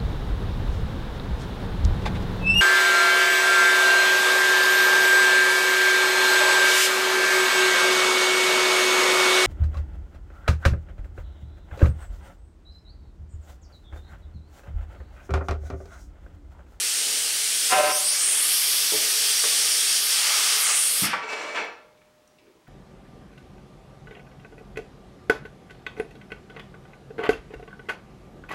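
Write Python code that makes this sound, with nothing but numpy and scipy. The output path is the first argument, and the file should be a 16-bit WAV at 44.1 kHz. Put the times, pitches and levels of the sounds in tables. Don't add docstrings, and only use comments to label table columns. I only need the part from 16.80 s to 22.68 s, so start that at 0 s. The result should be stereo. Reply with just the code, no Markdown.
import sys
import numpy as np
from scipy import signal
from scipy.fft import rfft, irfft, next_fast_len
from scipy.io import wavfile
from scipy.ndimage import uniform_filter1d, minimum_filter1d, map_coordinates

SR = 44100
rng = np.random.default_rng(int(sys.argv[2]) if len(sys.argv) > 2 else 0)


def wav_record(signal):
    frames = np.transpose(np.atleast_2d(signal))
    bounded = np.clip(frames, -1, 1)
    quanta = np.round(bounded * 32767).astype(np.int16)
    wavfile.write(sys.argv[1], SR, quanta)


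N = 259308
TIME = np.arange(N) / SR


def amp(db):
    return 10 ** (np.asarray(db) / 20)

def unit(x):
    return x / np.sqrt(np.mean(x ** 2) + 1e-20)

def along(points, hz):
    f, v = np.transpose(points)
    return np.interp(np.log(hz + 1), np.log(f + 1), v)

def curves(rows, t=TIME):
    times, *columns = np.transpose(rows)
    return [np.interp(t, times, column) for column in columns]

def during(start_s, end_s):
    return uniform_filter1d(1. * ((TIME > start_s) & (TIME < end_s)), size=400)

def filtered(x, response):
    size = next_fast_len(N + SR)
    return irfft(rfft(x, size) * response(np.fft.rfftfreq(size, 1 / SR)), size)[..., :N]

def noise(spectrum):
    return unit(filtered(rng.standard_normal(N), lambda hz: amp(along(spectrum, hz))))

def modes(table):
    return lambda f: sum((-1) ** k * amp(db) * 1j * f * width / (hz * hz - f * f + 1j * f * width)
                         for k, (hz, width, db) in enumerate(table))

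def roughness(rate_hz, depth_db):
    knots = rng.standard_normal(int(N * rate_hz / SR) + 4)
    return amp(depth_db * map_coordinates(knots, [TIME * rate_hz]))


# (frequency [Hz], relative density [dB])
SHOP_SPECTRUM = [(15, -67), (25, -19), (240, -11.5), (540, -17), (1030, -16.5), (1340, -21), (3000, -25.5),
                 (6750, -31), (15600, -40)]
SHUFFLE_SPECTRUM = [(60, -19), (200, -6), (400, 6), (700, -22), (1500, -40.5), (5000, -50.5)]
# (centre time [s], spread [s], level [dB])
SHUFFLES = [(5.18, .04, -63), (5.69, 0.12, -58)]

def background():
    swells = sum(amp(db) * np.exp(-((TIME - s) / spread) ** 2) for s, spread, db in SHUFFLES)
    return amp(-62) * noise(SHOP_SPECTRUM) + swells * noise(SHUFFLE_SPECTRUM) * roughness(30, 3)


# (frequency [Hz], reverberation time T60 [s])
WALL_DECAY = [(100, 0.38), (500, 0.71), (2000, 0.45), (5000, 0.52), (10000, 0.23), (16000, 0.17)]

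def reverberation(sources):
    hz, t, spectra = signal.stft(rng.standard_normal((2, SR)), SR, nperseg=256)
    tails = signal.istft(spectra * amp(-60 * t / along(WALL_DECAY, hz)[:, None]), SR, nperseg=256)[1]
    tails = np.pad(tails / np.linalg.norm(tails[0]), ((0, 0), (250, 0)))
    return signal.fftconvolve(sources[None], tails[:, None], axes=2)[..., :N]


# (peak level [dB], frequency [Hz], spread [s])
VALVE_PULSES = [(-23, 175, .004), (-24, 260, .003)]

def valve(shut_s=4.2255, rebound_s=.01):
    out = 0
    for k, (db, hz, spread) in enumerate(VALVE_PULSES):
        t = TIME - shut_s - k * rebound_s
        out = out + amp(db) * np.exp(-(t / spread) ** 2) * np.cos(2 * np.pi * hz * t)
    return out


# (frequency [Hz], bandwidth [Hz], relative level [dB])
PLATE_MODES = [ (432, 30, -6), (470, 30, -8), (845, 16, -10), (937, 20, -6), (1155, 35, -8), (1365, 25, -3),
               (1520, 25, -7), (1600, 22, -7), (1750, 16, -5), (2130, 35, -6), (2290, 16, 3),
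               (2610, 28, -1), (2775, 18, -6), (2890, 20, -6), (3470, 45, -12), (4180, 45, -11),
               (4450, 28, -14), (5670, 35, -13), (5810, 25, -15), (6260, 28, -18), (7190, 22, -14),
               (7470, 28, -19), (7600, 18, -18), (8480, 25, -23)]
# (time [s], relative level [dB], centre
# frequency [Hz], decay time T60 [s])
STEEL_TAPS = [(.921, -17, 3000, .07), (1.345, -21, 2098, 0.099), (2.12, -22.5, 440, 0.19),
              (2.14, -39, 104, 0.19), (2.635, -29, 446, 0.22), (2.637, -20, 1360, 0.073),
              (4.33, -15, 743, .08), (4.331, -13, 1410, 0.13), (4.755, -24, 2850, 0.079),
              (4.771, -20.5, 1290, 0.13), (4.796, -38, 2270, 0.16), (4.845, -46, 9000, .04),
              (5.171, -48, 2470, 0.053), (5.215, -41, 1633, 0.037), (5.475, -39, 6500, 0.016),
              (5.584, -46.5, 3010, 0.07), (5.665, -54, 1700, .1), (5.868, -45, 1360, 0.16)]

def taps(rise_s=.0033):
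    out, t = np.zeros(N + SR), np.arange(SR // 2) / SR
    for start, db, centre, t60 in STEEL_TAPS:
        ring = 0
        for hz, _, mode_db in PLATE_MODES:
            strength = amp(mode_db + rng.normal(0, 3) - 30 * np.log2(hz / centre) ** 2)
            ring = ring + strength * np.sin(2 * np.pi * (hz * t + rng.random()))
        band = signal.butter(2, [centre / 1.5, min(centre * 1.5, SR / 2.1)], "band", fs=SR)
        crack = unit(signal.lfilter(*band, rng.standard_normal(len(t))))
        envelope = amp(db - 60 * t / t60) * (1 - np.exp(-t / rise_s))
        out[round(start * SR):][:len(t)] += envelope * (.33 * unit(ring) + .4 * crack)
    return out[:N]


# (frequency [Hz], relative density [dB])
GRIT_SPECTRUM = [(120, -60), (200, -18.5), (461, -5.5), (602, -5.5), (1910, -9), (2280, -9), (3690, -15.5),
                 (7380, -23), (14000, -48)]
# (time [s], duration [s], relative level
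# [dB], relative treble level [dB])
STROKES = [(4.404, 0.036, -33.5, -19), (4.469, 0.27, -30, -10.5), (4.742, .045, -24, -23)]

def scrape(grip_s=.035, fade_db_per_s=10, upper_fade_db_per_s=18, lift_db_per_s=222):
    grit = unit(noise(GRIT_SPECTRUM) * roughness(60, 2))
    ring = unit(filtered(rng.standard_normal(N) * roughness(25, 3), modes(PLATE_MODES)))
    contact = grit + .9 * ring
    low = filtered(contact, lambda hz: 1 / (1 + (hz / 2450) ** 16))
    high = filtered(contact - low, lambda hz: 1 / (1 + (4000 / (hz + 1)) ** 4))
    middle = contact - low - high
    out = 0
    for start, length, db, treble_db in STROKES:
        t = np.maximum(TIME - start, 0)
        fall_db = fade_db_per_s * t + lift_db_per_s * np.maximum(t - length, 0)
        envelope = np.minimum(t / grip_s, 1) * amp(db - 5.5 - fall_db)
        upper = amp(-upper_fade_db_per_s * t) * (middle + amp(treble_db + 13) * high)
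        out = out + envelope * (low + upper)
    return out


# (frequency [Hz], bandwidth [Hz], relative level [dB])
CHANNEL_MODES = [ (605, 12, 0), (753, 12, 0), (933, 14, -11), (1025, 16, -2), (1170, 20, -9),
                 (1279, 14, -5), (1368, 16, -3), (1561, 12, -5), (1739, 16, -10), (1900, 14, -9),
                 (2105, 20, -7), (2509, 20, -9), (2600, 20, -7), (2775, 16, -7), (3010, 20, -11),
                 (3730, 30, -15)]
RASP_MODES = [(95, 30, -12.5), (450, 180, 1), (1390, 1200, -3), (2600, 730, -.5), (3720, 550, -6)]
# (time [s], first mode gain [dB], second mode gain [dB], upper gain [dB])
DRAG_LEVELS = [(0.896, -60, -46.5, -36.5), (.932, -35, -19.5, -14.5), (.968, -23.5, -17.5, -19),
               (1.01, -12.5, -21.5, -17), (1.022, -38, -33.5, -24), (1.036, -14, -21.5, -20),
               (1.075, -26.5, -22.5, -18.5), (1.115, -32.5, -26, -20), (1.13, -58, -43, -30),
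               (1.16, -51.5, -55, -28.5), (1.184, -35.5, -55, -37.5), (1.23, -63, -60, -45)]

def channel(ring_start_s=4.99, ring_end_s=5.86, ring_hz=608, ring_t60_s=4.8):
    first_db, second_db, upper_db = curves(DRAG_LEVELS)
    tones = []
    for hz, width, db in CHANNEL_MODES:
        phase_drift = np.log(roughness(3 * width, 7))
        tones.append(amp(db) * np.sqrt(2) * np.sin(2 * np.pi * hz * TIME + phase_drift))
    upper = unit(sum(tone * roughness(30, 1.5) for tone in tones[2:]))
    rasp = unit(filtered(rng.standard_normal(N) * roughness(85, 1.5), modes(RASP_MODES)))
    drag = amp(first_db) * tones[0] + amp(second_db) * tones[1] + amp(upper_db - 3) * (upper + .75 * rasp)
    ring_db = -58.5 - 60 * (TIME - ring_start_s) / ring_t60_s
    ring = amp(ring_db) * np.sqrt(2) * np.sin(2 * np.pi * ring_hz * TIME)
    return during(DRAG_LEVELS[0][0], DRAG_LEVELS[-1][0]) * drag + during(ring_start_s, ring_end_s) * ring


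# (frequency [Hz], relative density [dB])
RUMBLE_SPECTRUM = [(15, -48), (25, -24.5), (119, -14.5), (204, -15.5), (241, -5.5), (275, -9), (458, 1),
                   (600, -5), (900, -5.5), (1170, -25.5), (1980, -120)]

def rumble():
    return amp(-50.5) * noise(RUMBLE_SPECTRUM) * roughness(9, 1.4)


# (frequency [Hz], relative density [dB])
ROAR_SPECTRUM = [(150, -60), (400, -20), (700, -11), (1050, -8), (1220, 0), (1420, -6), (1900, -7),
                 (2120, -1), (2350, -5), (3000, -5), (4500, -29), (7700, -120)]
# (time [s], relative level [dB])
ROAR_LEVELS = [(0, -42.5), (.8, -43.5), (1.5, -36.5), (3.2, -38.5), (3.49, -27), (3.8, -29), (3.91, -26),
               (4.02, -39), (4.22, -36.5), (4.245, -24.5), (4.28, -28.5), (4.4, -53)]

def roar():
    return amp(curves(ROAR_LEVELS)[0] - 3) * noise(ROAR_SPECTRUM) * roughness(10, .2)


# (time [s], path difference [cm])
REFLECTION_PATH = [(0, 25), (.9, 22), (1.1, 13.7), (1.25, 8.4), (1.35, 5.8), (1.5, 3.7), (1.75, 2.7),
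                   (2.3, 2.3), (2.7, 1.7), (3.18, 1.65), (3.25, 3), (3.32, 1.65), (3.76, 1.65), (3.8, 2.6),
                   (3.86, 4), (3.9, 4.7), (3.98, 3.5), (4.2, 2.8)]
# (path difference [cm], tilt [dB/octave], whistle gain [dB], splash gain [dB],
# treble side gain [dB])
HEIGHT_EFFECTS = [(1.653, -1.5, 0.5, -1.5, -48.5), (2.3, -1, -5.5, -3, -44), (2.7, 0, -7.5, 2.5, -55.5),
                  (3.2, -1, 0.5, -1.5, -50.5), (4.2, -2.5, 3.5, -10, -61.5), (6, -2, 6.5, -2.5, -51.5),
                  (12, 1.5, 2.5, 3, -26), (25, -2, -5.5, -10.5, -12)]

def tip_height(t):
    times, cm = np.transpose(REFLECTION_PATH)
    log_path = np.interp(t, times, np.log(cm))
    knots_cm, *effects = np.transpose(HEIGHT_EFFECTS)
    return np.exp(log_path), *(np.interp(log_path, np.log(knots_cm), effect) for effect in effects)


# (frequency [Hz], relative density [dB])
HISS_SPECTRUM = [(600, -63.5), (1500, -11), (2200, -10), (3190, -3.5), (3800, -5), (4400, -3), (5500, -2.5),
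                 (6300, -2.5), (7000, -2), (7550, -2.5), (8100, 0.5), (9700, -1.5), (10500, -3),
                 (14000, -14.5), (15600, -14.5)]
# (time [s], relative level [dB])
HISS_LEVELS = [(0, -22), (.55, -22.5), (.9, -20.5), (1.3, -22), (1.7, -18.5), (1.95, -19.5), (2.5, -19),
               (3.2, -20), (3.6, -19), (3.9, -18.5), (4.25, -20.5)]
# (frequency [Hz], bandwidth [Hz], gain [dB])
WHISTLE_MODES = [(8350, 450, -5), (9150, 500, 0), (9750, 500, -2)]
SPLASH_MODES = [(3300, 400, -6), (4600, 400, -2), (5550, 420, 0), (6500, 500, -8), (12500, 1400, -3)]
REFLECTION_SHARE = [(1.65, .25), (2.3, .35), (2.9, .75), (4.5, .6), (6, .8), (12, .7), (17, .15), (25, .1)]

def hiss(stop_s=4.256, bleed_db_per_s=350.5, sound_cm_per_s=34300):
    hz, t, spectra = signal.stft(noise(HISS_SPECTRUM), SR, nperseg=256)
    hz = hz[:, None]
    path_cm, tilt, whistle_db, splash_db, _ = tip_height(t)
    emptying_s = np.maximum(t - stop_s, 0)
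    level_db = curves(HISS_LEVELS, t)[0] - 3 - bleed_db_per_s * emptying_s
    tilt = tilt - np.minimum(336 * emptying_s, 24.5)
    tilt_db = tilt * np.log2(np.maximum(hz, 2000) / 6000)
    excess_roar_db = np.maximum(curves(ROAR_LEVELS, t)[0] + 35.5, 0)
    whistle = amp(whistle_db - .7 * excess_roar_db) * modes(WHISTLE_MODES)(hz)
    splash = amp(splash_db) * modes(SPLASH_MODES)(hz)
    resonance = np.sqrt(1 + 4 * np.abs(whistle) ** 2 + 4 * np.abs(splash) ** 2)
    share = along(REFLECTION_SHARE, path_cm)
    reflection = share / (1 + (hz / 14000) ** 4 + (5000 / (hz + 1)) ** 2)
    delay = np.exp(-2j * np.pi * hz * path_cm / sound_cm_per_s)
    comb = (1 + reflection * delay) / np.sqrt(1 + share ** 2)
    patches = uniform_filter1d(rng.standard_normal(spectra.shape), size=3, axis=0)
    flicker_db = .92 * unit(uniform_filter1d(patches, size=25, axis=1))
    colour = amp(level_db + tilt_db + flicker_db) * resonance
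    return signal.istft(spectra * comb * colour, SR, nperseg=256)[1][:N]


# (frequency [Hz], side gain [dB])
AIR_WIDTH = [(60, -17.5), (110, -5), (200, -22), (380, -12), (700, -25.5), (1290, -52), (2380, -41.5),
             (4400, -13.5), (8120, -43.5), (15000, -57)]
STEEL_WIDTH = [(60, -9), (110, -8), (200, -8.5), (380, -15.5), (700, -17), (1290, -25), (2380, -17),
               (4400, -7.5), (8120, -22), (15000, -19.5)]

def scene():
    air = during(0, ROAR_LEVELS[-1][0]) * (hiss() + rumble() + roar())
    steel = scrape() + taps() + valve()
    drag = channel()
    sends = np.array([amp(-9.5) * air + amp(-14.5) * drag, amp(-4.5) * steel])
    diffuse, (air_side, steel_side) = reverberation(sends)
    mid = air + steel + drag + diffuse.sum(0) + background()
    shadow = modes([(8190, 1300, .0067)])
    side = amp(tip_height(TIME)[-1]) * filtered(.4 * air + 2.5 * air_side, shadow)
    side += filtered(air_side, lambda hz: amp(along(AIR_WIDTH, hz) - 3))
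    side += filtered(.48 * steel_side + background(), lambda hz: amp(along(STEEL_WIDTH, hz)))
    return np.array([mid + side, mid - side])

def record(dry, threshold_db=-20.5, sense_s=.02, hold_s=.04, ease_s=.008, top_hz=15750):
    sense, hold = round(sense_s * SR), round(hold_s * SR)
    power = uniform_filter1d(np.mean(dry ** 2, 0), size=sense, origin=sense // 2 - 1)
    excess_db = np.maximum(10 * np.log10(np.abs(power) + 1e-12) - threshold_db, 0)
    held_db = minimum_filter1d(-.6 * excess_db, size=2 * hold + 1, origin=hold)
    gain = amp(uniform_filter1d(held_db, size=round(ease_s * SR)))
    return filtered(dry * gain, lambda hz: hz < top_hz)


dry = scene()
out = record(dry)
wav_record(out)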